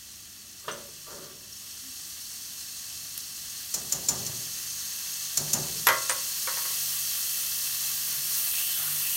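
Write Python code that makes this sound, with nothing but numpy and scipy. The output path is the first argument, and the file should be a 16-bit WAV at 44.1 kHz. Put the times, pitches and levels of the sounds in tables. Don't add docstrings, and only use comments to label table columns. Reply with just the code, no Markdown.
import sys
import numpy as np
from scipy import signal
from scipy.fft import rfft, irfft, next_fast_len
from scipy.io import wavfile
from scipy.ndimage import map_coordinates

SR = 44100
rng = np.random.default_rng(int(sys.argv[2]) if len(sys.argv) > 2 else 0)


def materialize(psi):
    bounded = np.clip(np.atleast_2d(psi).T, -1, 1)
    quanta = np.round(bounded * 32767).astype(np.int16)
    wavfile.write(sys.argv[1], SR, quanta)


N = 403956


def amp(db):
    return np.exp(np.asarray(db) * np.log(10) / 20)


def unit(x):
    return x / np.sqrt(np.mean(x ** 2) + 1e-20)


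def along(points, hz):
    f, v = np.transpose(points)
    return np.interp(np.log(hz + 1), np.log(f + 1), v)


def wobble(rate):
    count = int(N * rate / SR) + 2
    curve = map_coordinates(rng.standard_normal(count + 1), [np.linspace(0, count, 8 * count)])
    return np.interp(np.arange(N), np.linspace(0, N, len(curve)), curve)


def swell(s, half):
    return np.exp(-((np.arange(N) / SR - s) / half) ** 2)


def fade(rise, t60):
    t = np.arange(SR) / SR
    return (1 - np.exp(-t / rise)) * np.exp(-np.log(1000) * t / t60)


def filtered(x, response):
    n = x.shape[-1]
    m = next_fast_len(n + SR // 4)
    return irfft(rfft(x, m) * response(np.fft.rfftfreq(m, 1 / SR)), m)[..., :n]


def peak(hz, centre, width):
    return 1 / np.sqrt(1 + ((hz - centre) / width) ** 2)


def noise(response, size):
    return unit(filtered(rng.standard_normal(size), response))


def spread(response):
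    side = filtered(noise(response, SR), lambda hz: .25 * (hz > 4000))
    return noise(response, SR) + np.array([side, -side])


def dying(x, t60s):
    hz, t, z = signal.stft(x, SR, nperseg=256)
    z = z * np.exp(-np.log(1000) * t / along(t60s, hz)[:, None])
    return signal.istft(z, SR)[1][:len(x)]


def pops(rate, scatter_db, size=N):
    bursts = rng.random(size) < rate / SR
    sizes = amp(scatter_db * rng.standard_normal(size))
    return unit(bursts * rng.choice([-1, 1], size) * sizes)


def add(track, s, sound):
    part = track[..., round(s * SR):][..., :sound.shape[-1]]
    part += sound[..., :part.shape[-1]]


# (frequency [Hz], relative level [dB per Hz])
RUMBLE_COLOUR = [(20, -28), (45, -6), (70, 3.5), (100, -6.5), (130, -6), (190, -3.5), (300, -5.5),
                 (500, -17.5), (1000, -20.5), (3000, -43)]
# (frequency [Hz], level at the start [dB], level at the end [dB])
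MAINS_HUM = [(99.5, -68, -67), (149, -73, -61.5), (197, -73, -71.5)]


def room_tone():
    t = np.arange(N) / SR
    hum = np.zeros(N)
    for hz, start_db, end_db in MAINS_HUM:
        level_db = np.linspace(start_db, end_db, N) + 2.5 * wobble(3.3)
        hum += amp(level_db) * np.sqrt(2) * np.sin(2 * np.pi * hz * t + .5 * wobble(4))
    return hum + amp(-62) * noise(lambda hz: amp(along(RUMBLE_COLOUR, hz)), N)


# (frequency [Hz], time to die by 60 dB [s])
ROOM_DECAY = [(150, 0.84), (1000, 0.18), (4000, 0.42), (12000, 0.14)]


def kitchen(x):
    tail = dying(rng.standard_normal(SR), ROOM_DECAY) * fade(rise=0.0046, t60=11)
    return signal.fftconvolve(x, tail / np.linalg.norm(tail))[:N]


# (middle [s], half length [s], frequency [Hz], level at the middle [dB])
SOFT_BOOMS = [(1.88, 0.048, 260, -55), (4.3, 0.16, 123, -50), (5.46, .04, 150, -48), (5.61, .05, 148, -45),
              (8.193, 0.056, 133.5, -55), (8.932, 0.1, 150.8, -53)]


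def booms():
    t = np.arange(N) / SR
    out = np.zeros(N)
    for s, half, hz, db in SOFT_BOOMS:
        tone = np.sqrt(2) * np.sin(2 * np.pi * hz * t + 0.58 * wobble(30))
        out += amp(db) * swell(s, half) * tone
    return out


# (frequency [Hz], half width [Hz], boost [dB])
CASE_RESONANCES = [(122, 6.1, 2), (150.3, 4.4, 11), (221, 13, 4.5), (374, 9, 14.5), (443, 12, 8),
                   (565, 32, 5), (920, 21, 2.5), (1190, 35, 6)]


def stove_case(hz):
    return 1 + sum((amp(db) - 1) * peak(hz, f, width) ** 2 for f, width, db in CASE_RESONANCES)


# (time [s], level before the fade [dB], rise [s], time to die by 60 dB [s], brightness [dB per octave])
BUMPS = [(0.641, -49, .006, .3, 3), (.674, -39.5, 0.0037, 0.58, -3.5), (0.68, -25.5, 0.00071, 0.091, 4),
         (1.062, -39, 0.073, 0.8, -4.5), (1.066, -49, 0.0035, 0.3, 1)]
# (frequency [Hz], relative level [dB per Hz])
HOB_COLOUR = [(60, -34), (150, -11.5), (300, -9.5), (450, -7), (570, 1.5), (760, -10), (930, -4), (1200, 0),
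              (1550, -4.5), (2300, -17), (3050, -13), (4200, -25), (12000, -45)]
# (time [s], level before the fade [dB], time to die by 60 dB [s])
SKIDS = [(.69, -44, .3), (1.08, -52, .9)]
SCRAPE_HZ, SCRAPE_WIDTH_HZ = 1400, 520


def handling():
    out = np.zeros(N)
    for s, db, rise, t60, tilt_db in BUMPS:
        def colour(hz):
            tilt = tilt_db * np.log2((hz + 1) / 1000)
            return amp(along(HOB_COLOUR, hz) + tilt) * stove_case(hz)
        add(out, s, amp(db) * noise(colour, SR) * fade(rise, t60))
    for s, db, t60 in SKIDS:
        slips = pops(rate=260, scatter_db=3, size=SR)
        slips = filtered(slips, lambda hz: peak(hz, SCRAPE_HZ, SCRAPE_WIDTH_HZ) ** 3)
        add(out, s, amp(db) * unit(slips) * fade(rise=.012, t60=t60))
    return out


# (time [s], level before the fade [dB], frequency [Hz], half width [Hz], time to die by 60 dB [s])
CLINKS = [(.712, -36, 6100, 140, 0.1), (.716, -41, 8350, 150, 0.1), (1.526, -45, 5510, 100.3, .15),
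          (3.177, -20.5, 12500, 5000, 0.017), (5.117, -32, 13000, 4000, 0.02),
          (5.869, -22, 12800, 110, 0.09), (5.869, -15, 11500, 3500, .016), (6.095, -22, 7200, 1500, .045)]


def ticks():
    out = np.zeros((2, N))
    for s, db, hz, width, t60 in CLINKS:
        add(out, s, amp(db) * spread(lambda f: peak(f, hz, width) ** 2) * fade(0.00039, t60))
    return out


# (time [s], clash level before the fade [dB], thud level before the fade [dB],
# extra strength of the lowest wire resonance [dB], brightness [dB per octave], clash rise [s])
FLICKS = [(3.7395, -14.5, -41.3, 0, 0, .004), (3.9214, -15.3, -39.5, -2, -0.5, .002),
          (4.0855, -13, -34.5, -2, 0, .002), (4.2635, -23.5, -45, 0, -3, .002),
          (5.3725, -14.8, -37.5, 9, 1.5, .0015), (5.5312, -12, -33.3, -4, 1.5, .003)]
# (frequency [Hz], full width [Hz], relative level [dB])
WIRE_RESONANCES = [(4180, 240, -9), (5560, 260, 1), (6150, 380, 0.5), (7000, 280, 5), (8280, 240, -3.5),
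                   (9200, 400, -7.5), (10050, 240, -7), (11400, 330, -9), (12800, 300, -5.5),
                   (14800, 1300, -12)]
# (frequency [Hz], relative level [dB per Hz])
THUD_COLOUR = [(30, -21), (65, -7.5), (110, -5.5), (160, -2.5), (240, -8.5), (450, -12.5), (750, -6),
               (1200, -11.5), (2000, -14), (4000, -45)]
# (frequency [Hz], time to die by 60 dB [s])
THUD_DECAY = [(120, 1.6), (330, 1.05), (1000, 0.58), (3000, 0.26)]


def shakes():
    clashes, thuds = np.zeros((2, N)), np.zeros(N)
    lowest_hz = WIRE_RESONANCES[0][0]
    for s, clash_db, thud_db, lowest_db, tilt_db, rise in FLICKS:
        strengths_db = [db + rng.normal(0, 1) + tilt_db * np.log2(f / lowest_hz)
                        for f, width, db in WIRE_RESONANCES]
        strengths_db[0] += lowest_db

        def wires(hz):
            rows = zip(WIRE_RESONANCES, strengths_db)
            return np.sqrt(sum((amp(db) * peak(hz, f, width / 2)) ** 2 for (f, width, _), db in rows))
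        chatter = fade(rise, t60=0.047) + amp(-12) * fade(rise=0.0055, t60=0.075)
        add(clashes, s, amp(clash_db) * spread(wires) * chatter)
        thud = noise(lambda hz: amp(along(THUD_COLOUR, hz)) * stove_case(hz), SR)
        thud = dying(thud, THUD_DECAY) * fade(rise=0.013, t60=14)
        add(thuds, s, amp(thud_db) * thud)
    return clashes, thuds


# (frequency [Hz], relative level [dB], time to die by 60 dB [s])
PAN_TONES = [(529, -8, 0.2), (568, -14, 0.25), (649, -17, 0.45), (806, -13, 0.2), (926, -8, 0.29),
             (978, -4, 0.35), (1093, -3.5, 0.41), (1205, -3, 0.24), (1244, -9, 0.2), (1320, -9, 0.32),
             (1378, -13, 0.5), (1448, -3, 0.19), (1487, -13, 0.3), (1561, -6, 0.3), (1615, -6.5, 0.29),
             (1670, -6, 0.25), (1740, -10, 0.3), (1801, -7, 0.17), (1865, -8, 0.2), (1899, -11, 0.3),
             (1960, -1.5, 0.2), (2023, -5, 0.23), (2141, -12, 0.22), (2199, -13, 0.22), (2487, -17, 0.2),
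             (3152, -14, 0.24)]


def pan_ring(dull_db):
    t = np.arange(SR // 2) / SR
    ring = np.zeros(len(t))
    for hz, db, t60 in PAN_TONES:
        level_db = db + rng.normal(0, 1) - dull_db * (hz > 1350)
        ring += amp(level_db - 60 * t / t60) * np.sin(2 * np.pi * (hz * t + rng.random()))
    return np.pad(ring / ring[:SR // 20].std(), (0, SR - len(t)))


# (time [s], level of clatter and hardest ring before the fade [dB],
# click level before the fade [dB], ping level before the fade [dB], ping frequency [Hz])
PAN_CONTACTS = [(5.869, -22, -12.5, -19, 11520), (5.8865, -21.8, -16, -31, 11520),
                (5.897, -31, -22, -40, 11520), (6.0949, -32.5, -22, -25, 9000),
                (6.103, -42, -24, -30, 9000), (6.114, -38, -29, -40, 9000), (6.472, -34, -25.5, -40, 9000),
                (6.572, -39, -30, -50, 9000), (6.651, -42.5, -35, -55, 9000), (6.703, -47, -39, -55, 9000)]
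# (frequency [Hz], relative level [dB per Hz])
CLICK_COLOUR = [(200, -22), (500, 3), (1300, 10), (2000, 11), (3200, 4.5), (7000, 2), (11000, -4),
                (16000, -8)]
# (frequency [Hz], relative level [dB per Hz])
CLATTER_COLOUR = [(60, -27), (130, -9), (220, -28), (300, -9), (400, -8), (530, 2), (740, -12),
                  (1000, -0.5), (1230, 0.5), (1500, -2), (2050, -1.5), (2600, -9), (3200, -8), (5000, -11),
                  (12000, -23)]
# (frequency [Hz], time to die by 60 dB [s])
CLATTER_DECAY = [(200, 0.16), (700, 0.24), (1700, 0.29), (2800, 0.078), (8000, 0.1)]


def knocks():
    out = np.zeros((2, N))
    hardest_db = max(row[1] for row in PAN_CONTACTS)
    for s, ring_db, tick_db, ping_db, ping_hz in PAN_CONTACTS:
        softer_db = hardest_db - ring_db
        ring = amp(-.2 * softer_db) * pan_ring(dull_db=0.37 * softer_db)
        clatter = dying(noise(lambda hz: amp(along(CLATTER_COLOUR, hz)), SR), CLATTER_DECAY)
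        body = amp(ring_db) * (amp(-3.2) * ring + clatter) * fade(rise=.0012, t60=30)
        tick = spread(lambda hz: amp(along(CLICK_COLOUR, hz))) * fade(rise=0.0003, t60=0.03)
        ping = spread(lambda hz: peak(hz, ping_hz, width=110) ** 2) * fade(rise=.0003, t60=0.115)
        add(out, s, body + amp(tick_db) * tick + amp(ping_db) * ping)
    return out


def reflected(x, wet_db, t60):
    answer = rng.standard_normal(SR) * fade(0.00046, t60)
    answer *= amp(wet_db) / np.linalg.norm(answer)
    answer[0] = 1
    return signal.fftconvolve(x, answer / np.linalg.norm(answer))[:N]


# (frequency [Hz], relative level [dB per Hz])
BURST_COLOUR = [(150, -27.5), (450, -21), (900, -13.5), (1300, -12), (2200, -8), (3200, -5), (4500, 0),
                (6200, 0.5), (8000, -0.5), (11000, -3.5), (15700, -4)]
# (frequency [Hz], width of the bell curve [Hz], boost [dB])
HOLLOW_RIPPLE = [(500, 15, -10), (893, 61, -8), (1166, 14, 7), (1478, 44, -5), (1915, 68, 3),
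                 (2080, 48, -3), (2256, 170, -4.5), (2654, 23, 5.5), (3440, 50, -4), (3820, 70, -4),
                 (4330, 150, 1.4), (5040, 87, -5), (5450, 95, 3.5), (5760, 60, -3), (6100, 100, 2.5),
                 (6550, 220, 2), (7450, 330, -2.6), (9160, 570, -1.8), (10390, 400, -5), (12594, 400, 1.5)]


def pan_hollow(hz):
    grid = np.linspace(0, SR / 2, 4096)
    ripple = sum(db * np.exp(-.5 * ((grid - f) / width) ** 2) for f, width, db in HOLLOW_RIPPLE)
    return np.interp(hz, grid, amp(along(BURST_COLOUR, grid) + ripple))


BOILING_S = 6.8
COARSE_DB_PER_S, FINE_DB_PER_S, MIST_DB_PER_S = 1.8573, 1.944, 2.33
SPIT_DB = -67


def spits():
    heated_s = np.minimum(np.arange(N) / SR, BOILING_S)
    cracks = filtered(pops(rate=14, scatter_db=2), lambda hz: pan_hollow(hz) * (hz > 1500))
    return amp(SPIT_DB + FINE_DB_PER_S * heated_s) * unit(cracks)


def band_swell(s, half, hz, width, db):
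    during = np.abs(np.arange(N) / SR - s) < 2 * half
    out = np.zeros(N)
    bursts = pops(rate=3000, scatter_db=2)[during]
    out[during] = unit(filtered(bursts, lambda f: peak(f, hz, width) ** 2))
    return amp(db) * swell(s, half) * out


SWISH_GAP_S, SWISH_HALF_S, SWISH_HZ, SWISH_WIDTH_HZ = 0.075, 0.062, 2660, 200
SWISH_RISE, SWISH_WIDENS = 1.08, 1.4
SWISH_LOSS_DB = 2


def stroke(start, db, count):
    out = np.zeros(N)
    times = start + SWISH_GAP_S * np.arange(count)
    for k, s in enumerate(times[times < N / SR]):
        hz = SWISH_HZ * SWISH_RISE ** k
        width = SWISH_WIDTH_HZ * SWISH_WIDENS ** k
        out += band_swell(s, SWISH_HALF_S, hz, width, db - k * SWISH_LOSS_DB)
    return out


# (middle [s], half length [s], frequency [Hz], half width [Hz], level before the swell [dB])
BAND_SWELLS = [(2.2, 1.5, 5480, 70, -56), (3, 1.1, 4330, 200, -56), (5, 1.1, 6400, 200, -45),
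               (7.4, .8, 2650, 55, -55), (7.2, 0.54, 3190, 70, -51.5), (8.13, .06, 2000, 900, -48),
               (8.37, .09, 6000, 600, -39.5), (8.623, 0.21, 8300, 350, -44), (8.57, .06, 3500, 600, -43),
               (8.78, .06, 3400, 600, -41.5), (8.85, .08, 1600, 600, -45.5)]
# (time [s], level of the first swish before the swell [dB])
WHISK_STROKES = [(8.57, -41), (9.07, -44)]


def swishes():
    single = sum(band_swell(*row) for row in BAND_SWELLS)
    return single + sum(stroke(s, db, count=3) for s, db in WHISK_STROKES)


def bubbles(level_db, lo_hz, hi_hz, rate, scatter_db, clump_db):
    def band(hz):
        edges = (1 + (lo_hz / (hz + 1)) ** 16) * (1 + (hz / hi_hz) ** 16)
        return pan_hollow(hz) / np.sqrt(edges)
    clumps = amp(clump_db * (wobble(170) + 0.78 * wobble(25)))
    return amp(level_db) * unit(filtered(pops(rate, scatter_db) * clumps, band))


# (time [s], rise [s], coarse change [dB], fine change [dB], mist change [dB])
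BUTTER_SPREADS = [(6.1, 0.65, .2, -0.6, 3), (8.2, 0.15, 1.3, -1, 3.2)]
# (middle [s], half length [s], treble loss [dB])
SIZZLE_DIPS = [(0.497, 0.56, 2.6), (1.334, 0.19, 4), (8.89, 0.12, 1.3)]
COARSE_DIP_SHARE = 0.29
COARSE_DB, FINE_DB, MIST_DB = -55.6, -46.2, -50.5


def sizzle():
    t = np.arange(N) / SR
    heated_s = np.minimum(t, BOILING_S)
    dip_db = sum(db * swell(s, half) for s, half, db in SIZZLE_DIPS)
    coarse_step, fine_step, mist_step = sum(
        np.outer(steps_db, np.clip((t - s) / rise, 0, 1)) for s, rise, *steps_db in BUTTER_SPREADS)
    unrest_db = 0.35 * wobble(4)
    coarse_db = COARSE_DB + COARSE_DB_PER_S * heated_s + coarse_step - COARSE_DIP_SHARE * dip_db + unrest_db
    fine_db = FINE_DB + FINE_DB_PER_S * heated_s + fine_step - dip_db + unrest_db
    mist_db = MIST_DB + MIST_DB_PER_S * heated_s + mist_step - dip_db + unrest_db
    coarse = bubbles(coarse_db, lo_hz=198, hi_hz=3727, rate=12000, scatter_db=2.5, clump_db=0.67)
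    fine = bubbles(fine_db, lo_hz=3770, hi_hz=10450, rate=26000, scatter_db=3.5, clump_db=0.9)
    mist = bubbles(mist_db, lo_hz=8930, hi_hz=17800, rate=30000, scatter_db=4, clump_db=0.5)
    return coarse + fine + mist


def scene():
    clashes, thuds = shakes()
    near = clashes + knocks() + ticks()
    moved = handling()
    echo = kitchen(amp(-9.5) * near.mean(0) + amp(-4.0) * moved)
    frying = reflected(sizzle() + spits() + swishes(), wet_db=-10.0, t60=0.15)
    return room_tone() + booms() + moved + echo + thuds + near + frying


TOP_HZ = 15800


def record(dry):
    return filtered(dry, lambda hz: hz < TOP_HZ)


dry = scene()
out = record(dry)
materialize(out)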